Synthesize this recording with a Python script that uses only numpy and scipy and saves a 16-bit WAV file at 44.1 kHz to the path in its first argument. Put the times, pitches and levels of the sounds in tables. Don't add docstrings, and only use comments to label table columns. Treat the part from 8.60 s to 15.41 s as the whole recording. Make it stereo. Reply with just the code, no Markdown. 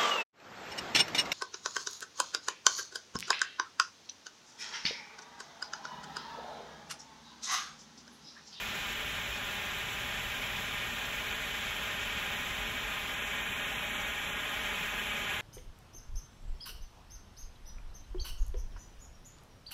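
import sys
import numpy as np
from scipy import signal
from scipy.fft import rfft, irfft, dct, next_fast_len
from scipy.io import wavfile
from scipy.ndimage import map_coordinates

SR = 44100
rng = np.random.default_rng(int(sys.argv[2]) if len(sys.argv) > 2 else 0)


def store_pcm(level_fs):
    pcm = np.round(np.clip(level_fs, -1, 1) * 32767).astype(np.int16)
    wavfile.write(sys.argv[1], SR, np.atleast_2d(pcm).T)


def how_loud(loudness_db):
    steps = np.asarray(loudness_db, float) / 20
    return 10 ** steps


N = 300321
PAD = next_fast_len(N + 4096)
SPECTRUM_HZ = np.fft.rfftfreq(PAD, 1 / SR)
FRAME, FRAME_START = 1024, 160


def seconds():
    return np.arange(N) / SR


def rms_one(x):
    return x / np.sqrt(np.mean(x ** 2) + 1e-20)


def in_hz(rows):
    hz, *columns = np.transpose(rows)
    log_hz = np.log(np.maximum(SPECTRUM_HZ, 1))
    return [np.interp(log_hz, np.log(hz), column) for column in columns]


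def through(x, response):
    return irfft(rfft(x, PAD) * response, PAD)[..., :N]


def drift(rate_hz):
    pole = np.exp(-80 * np.pi * rate_hz / SR)
    noise = rng.standard_normal(N // 40 + 2002)
    slow = signal.lfilter([1], [1, -2 * pole, pole * pole], noise)[2000:]
    return np.interp(np.arange(N) / 40, np.arange(len(slow)), rms_one(slow))


def swells(rows, ramp_s):
    t = seconds()
    total_db = 0
    for start_s, hold_s, swell_db in rows:
        inside_s = np.minimum(t - start_s, start_s + hold_s - t)
        total_db = total_db + swell_db * np.clip(inside_s / ramp_s + 1, 0, 1)
    return total_db


def noise_pair(alike, lead_rad):
    shared, left, right = rfft(rng.standard_normal((3, PAD)))
    alike = np.clip(alike, 0, .995)
    common = np.sqrt(alike) * np.array([shared * np.exp(1j * lead_rad), shared])
    own = np.sqrt(1 - alike) * np.array([left, right])
    return np.array([common, own])


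def jet():
    # hz, level_db (per Hz)
    jet_bass = [(40, -41), (110, -2), (220, 0.5), (340, 0), (700, -1.7), (1200, -0.33), (1700, 0),
                (2300, -1.17), (3200, -1), (4200, 4.6), (16000, 5)]
    # hz, level_db (per Hz)
    left_port = [(700, -11.3), (2300, -4.5), (3150, -6), (3950, -21), (4400, -17.4), (5800, -17.7),
                 (7250, -22.5), (7480, -32), (7800, -22.3), (9850, -37.5), (11000, -22), (12400, -21),
                 (14700, -35), (15500, -29)]
    right_port = [(700, -10.2), (2300, -3.6), (3620, -4), (4230, -17.8), (5900, -20.4), (7250, -11.5),
                  (8400, -26.3), (9300, -29.8), (10200, -23), (11500, -20.6), (13350, -26), (14000, -21),
                  (14700, -20.8), (15700, -27)]
    # hz, share (0-1)
    likeness = [(200, .96), (800, .985), (2400, .96), (3400, .82), (4000, .55), (4550, .6), (4880, .9),
                (5200, .5), (7000, .68), (7900, .55), (8600, .88), (9800, .3), (12000, .75), (13300, .35),
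                (15000, .45)]
    # hz, left_lead_rad
    left_lead = [(200, 0), (1900, .55), (2550, .4), (2900, -.6), (3800, -.6), (4350, -3.14), (5200, -3.2),
                 (6100, -5), (7600, -3.4), (8200, -3.14), (9400, -3.14), (11000, -1.6), (12900, -2),
                 (13500, -3.4)]
    layer_tops = np.array([[3520], [5500], [9500]])
    # start_s, hold_s, scattered_db
    smoke = [
        (0.0, .2, 3.0),
        (3.3, .25, 2.5),
        (4.62, 1.13, -7.0),
    ]
    start_db, slope_db_per_s = (-38.5, -47.5, -50, -52.5), (.22, -.62, -.06, .33)
    smoke_share = (.2, 1, 0, .2)
    tongue_db, flutter_db = (.15, .43, .43, .35), (.54, .67, 1.0, .99)

    ports_db = np.array([in_hz(left_port)[0], in_hz(right_port)[0]])
    noise = noise_pair(in_hz(likeness)[0], in_hz(left_lead)[0])
    noise = noise * how_loud(ports_db + in_hz(jet_bass)[0])
    below = 1 / (1 + (SPECTRUM_HZ / layer_tops) ** 16)
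    bands = np.diff(below, axis=0, prepend=0, append=1)
    scattered_db = swells(smoke, .12)
    tongue = drift(17.0)
    out = 0
    for i, band in enumerate(bands):
        common, scattered = irfft(noise * band, PAD)[..., :N]
        layer = rms_one(common + scattered * how_loud(smoke_share[i] * scattered_db))
        level_db = start_db[i] + slope_db_per_s[i] * seconds()
        level_db = level_db + tongue_db[i] * tongue + flutter_db[i] * drift(63)
        out = out + layer * how_loud(level_db)
    return out


def ground_bounce(direct):
    # hz, gain_db, lead_rad
    left_bounce = [(350, -8.4, 0.52), (620, -8.1, -0.45), (900, -9.5, 0.57), (1400, -12.5, -0.12),
                   (1900, -7.3, 0.19), (2450, -5.1, 0.88), (2650, -10.7, 0.85), (2750, -19.0, -0.81),
                   (2850, -9.3, -1.47), (3200, -5.4, -0.42), (3600, -10.2, 0.97), (3800, -24.0, 1.16),
                   (4100, -8.9, 0.63), (5000, -16.8, -1.51)]
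    right_bounce = [(350, -9.1, 0.57), (620, -7.5, -0.29), (900, -8.7, 0.67), (1300, -6.6, 0.64),
                    (1600, -10.1, 0.43), (1900, -5.7, 1.22), (2250, -5.0, 0.83), (2600, -6.0, 1.62),
                    (2850, -6.8, 2.88), (3050, -6.2, 5.06), (3300, -6.8, 5.11), (3700, -4.8, 5.29),
                    (4150, -7.9, 6.46), (4500, -9.6, 4.33)]
    # hz, gain_db
    paving = [(300, .7), (2500, .7), (4200, .3), (5200, -1.5), (7000, 0), (9000, -2), (15000, -2)]
    gain_db, lead_rad = np.swapaxes([in_hz(left_bounce), in_hz(right_bounce)], 0, 1)
    turned = through(direct, how_loud(gain_db + in_hz(paving)[0]) * np.exp(1j * lead_rad))
    delay_ms = 4.995 - .0165 * seconds()
    read = np.arange(N) - delay_ms * SR / 1000
    late = [map_coordinates(side, [read], order=3, mode="mirror") for side in turned]
    return np.array(late) * how_loud(-1.0 + .35 * seconds())


def near_echoes(x):
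    # delay_ms, left_db, right_db
    reflections = [
        (1.236, -18.5, -12.5),
        (1.66, -21, -24),
    ]
    dull = 1 / (1 + (SPECTRUM_HZ / 4500) ** 4)
    echoes = 0
    for delay_ms, left_db, right_db in reflections:
        gain = how_loud(np.array([[left_db], [right_db]]))
        echoes = echoes + gain * np.exp(-2j * np.pi * SPECTRUM_HZ * delay_ms / 1000)
    return through(x, 1 + dull * echoes)


def shade(x):
    start_db, slope_db_per_s = np.array([[3.2], [3.3]]), np.array([[-1.05], [-.95]])
    top = through(x, 1 / (1 + (13400 / np.maximum(SPECTRUM_HZ, 1)) ** 30))
    level_db = start_db + slope_db_per_s * seconds() + 1.4 * drift(12)
    return x + top * (how_loud(level_db) - 1)


def hum():
    hold_s, rise_db_per_s, fall_db_per_s = .68, 34, 8
    t = seconds() - 1.322
    ramps_db = np.minimum(rise_db_per_s * t, fall_db_per_s * (hold_s - t))
    level_db = -55 + np.minimum(0, ramps_db)
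    pitch_hz = 114.0 + 1.3 * t + .22 * drift(1.7)
    phase = 2 * np.pi * np.cumsum(pitch_hz) / SR
    return np.sqrt(2) * np.sin(phase) * how_loud(level_db + .97 * drift(3.4))


def town():
    # hz, level_db (per Hz)
    town_colour = [(12, -22), (25, -10), (45, -1.5), (58, -2), (75, -9), (100, -8), (200, -16.5),
                   (400, -38.5)]
    # start_s, hold_s, swell_db
    traffic = [
        (.85, 0.32, 0.5),
        (1.7, 0.49, 2.5),
        (3.92, 0.16, 2),
        (5.8, 0.18, -2),
    ]
    spectrum = noise_pair(.92, 0).sum(axis=0) * how_loud(in_hz(town_colour)[0])
    rumble = irfft(spectrum, PAD)[:, :N]
    return rms_one(rumble) * how_loud(-50 + swells(traffic, .15))


def scene():
    direct = jet()
    flare = shade(near_echoes(direct + ground_bounce(direct)))
    return flare + town() + hum()


def sine_window():
    return np.sin(np.pi * (np.arange(2 * FRAME) + .5) / (2 * FRAME))


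def lapped(x):
    before, after = 2 * FRAME - FRAME_START, 2 * FRAME + (FRAME_START - N) % FRAME
    blocks = np.pad(x, ((0, 0), (before, after))).reshape(2, -1, FRAME)
    frames = np.concatenate([blocks[:, :-1], blocks[:, 1:]], axis=2) * sine_window()
    a, b, c, d = np.split(frames, 4, axis=2)
    folded = np.concatenate([-c[..., ::-1] - d, a - b[..., ::-1]], axis=2)
    return dct(folded, 4, norm="ortho")


def unlapped(lines):
    u, v = np.split(dct(lines, 4, norm="ortho"), 2, axis=2)
    frames = np.concatenate([v, -v[..., ::-1], -u[..., ::-1], -u], axis=2) * sine_window()
    first, second = np.split(frames, 2, axis=2)
    joined = (first[:, 1:] + second[:, :-1]).reshape(2, -1)
    return joined[:, FRAME - FRAME_START:][:, :N]


def coarse_treble(x):
    # hz, step_db
    step_sizes = [(3440, -40.0), (4900, -40), (7000, -40.5), (9000, -44.5), (13000, -42), (15500, -44)]
    band_lines, from_hz, cutoff_hz = 32, 3440, 15735
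    frame_wander_db, band_wander_db, sum_bias_db = 1.3, 2.47, -1.2
    lines = lapped(x)
    sides = lines.reshape(2, -1, FRAME // band_lines, band_lines)
    sums = np.array([sides[0] + sides[1], sides[0] - sides[1]]) / 2
    sides_db, sums_db = [
        10 * np.log10(np.mean(pair ** 2, axis=3, keepdims=True) + 1e-20).sum(axis=0)
        for pair in (sides, sums)]
    as_sums = sums_db + 6 + sum_bias_db < sides_db
    hz = (np.arange(FRAME) + .5) * SR / (2 * FRAME)
    wander_db = frame_wander_db * rng.standard_normal((len(as_sums), 1, 1))
    wander_db = wander_db + band_wander_db * rng.standard_normal(as_sums.shape)
    band_hz = hz[band_lines // 2::band_lines, None]
    step = how_loud(np.interp(band_hz, *np.transpose(step_sizes)) + wander_db)
    held = np.where(as_sums, sums, sides)
    count = np.floor(np.abs(held / step) ** .75 + .4054)
    held = np.sign(held) * step * count ** (4 / 3)
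    held = np.where(as_sums, [held[0] + held[1], held[0] - held[1]], held).reshape(lines.shape)
    return unlapped(np.where(hz < from_hz, lines, held * (hz < cutoff_hz)))


def roll_off(x):
    return signal.sosfilt(signal.butter(12, 16000, fs=SR, output="sos"), x)


def record(dry):
    mix = coarse_treble(dry)
    return roll_off(mix)


dry = scene()
out = record(dry)
store_pcm(out)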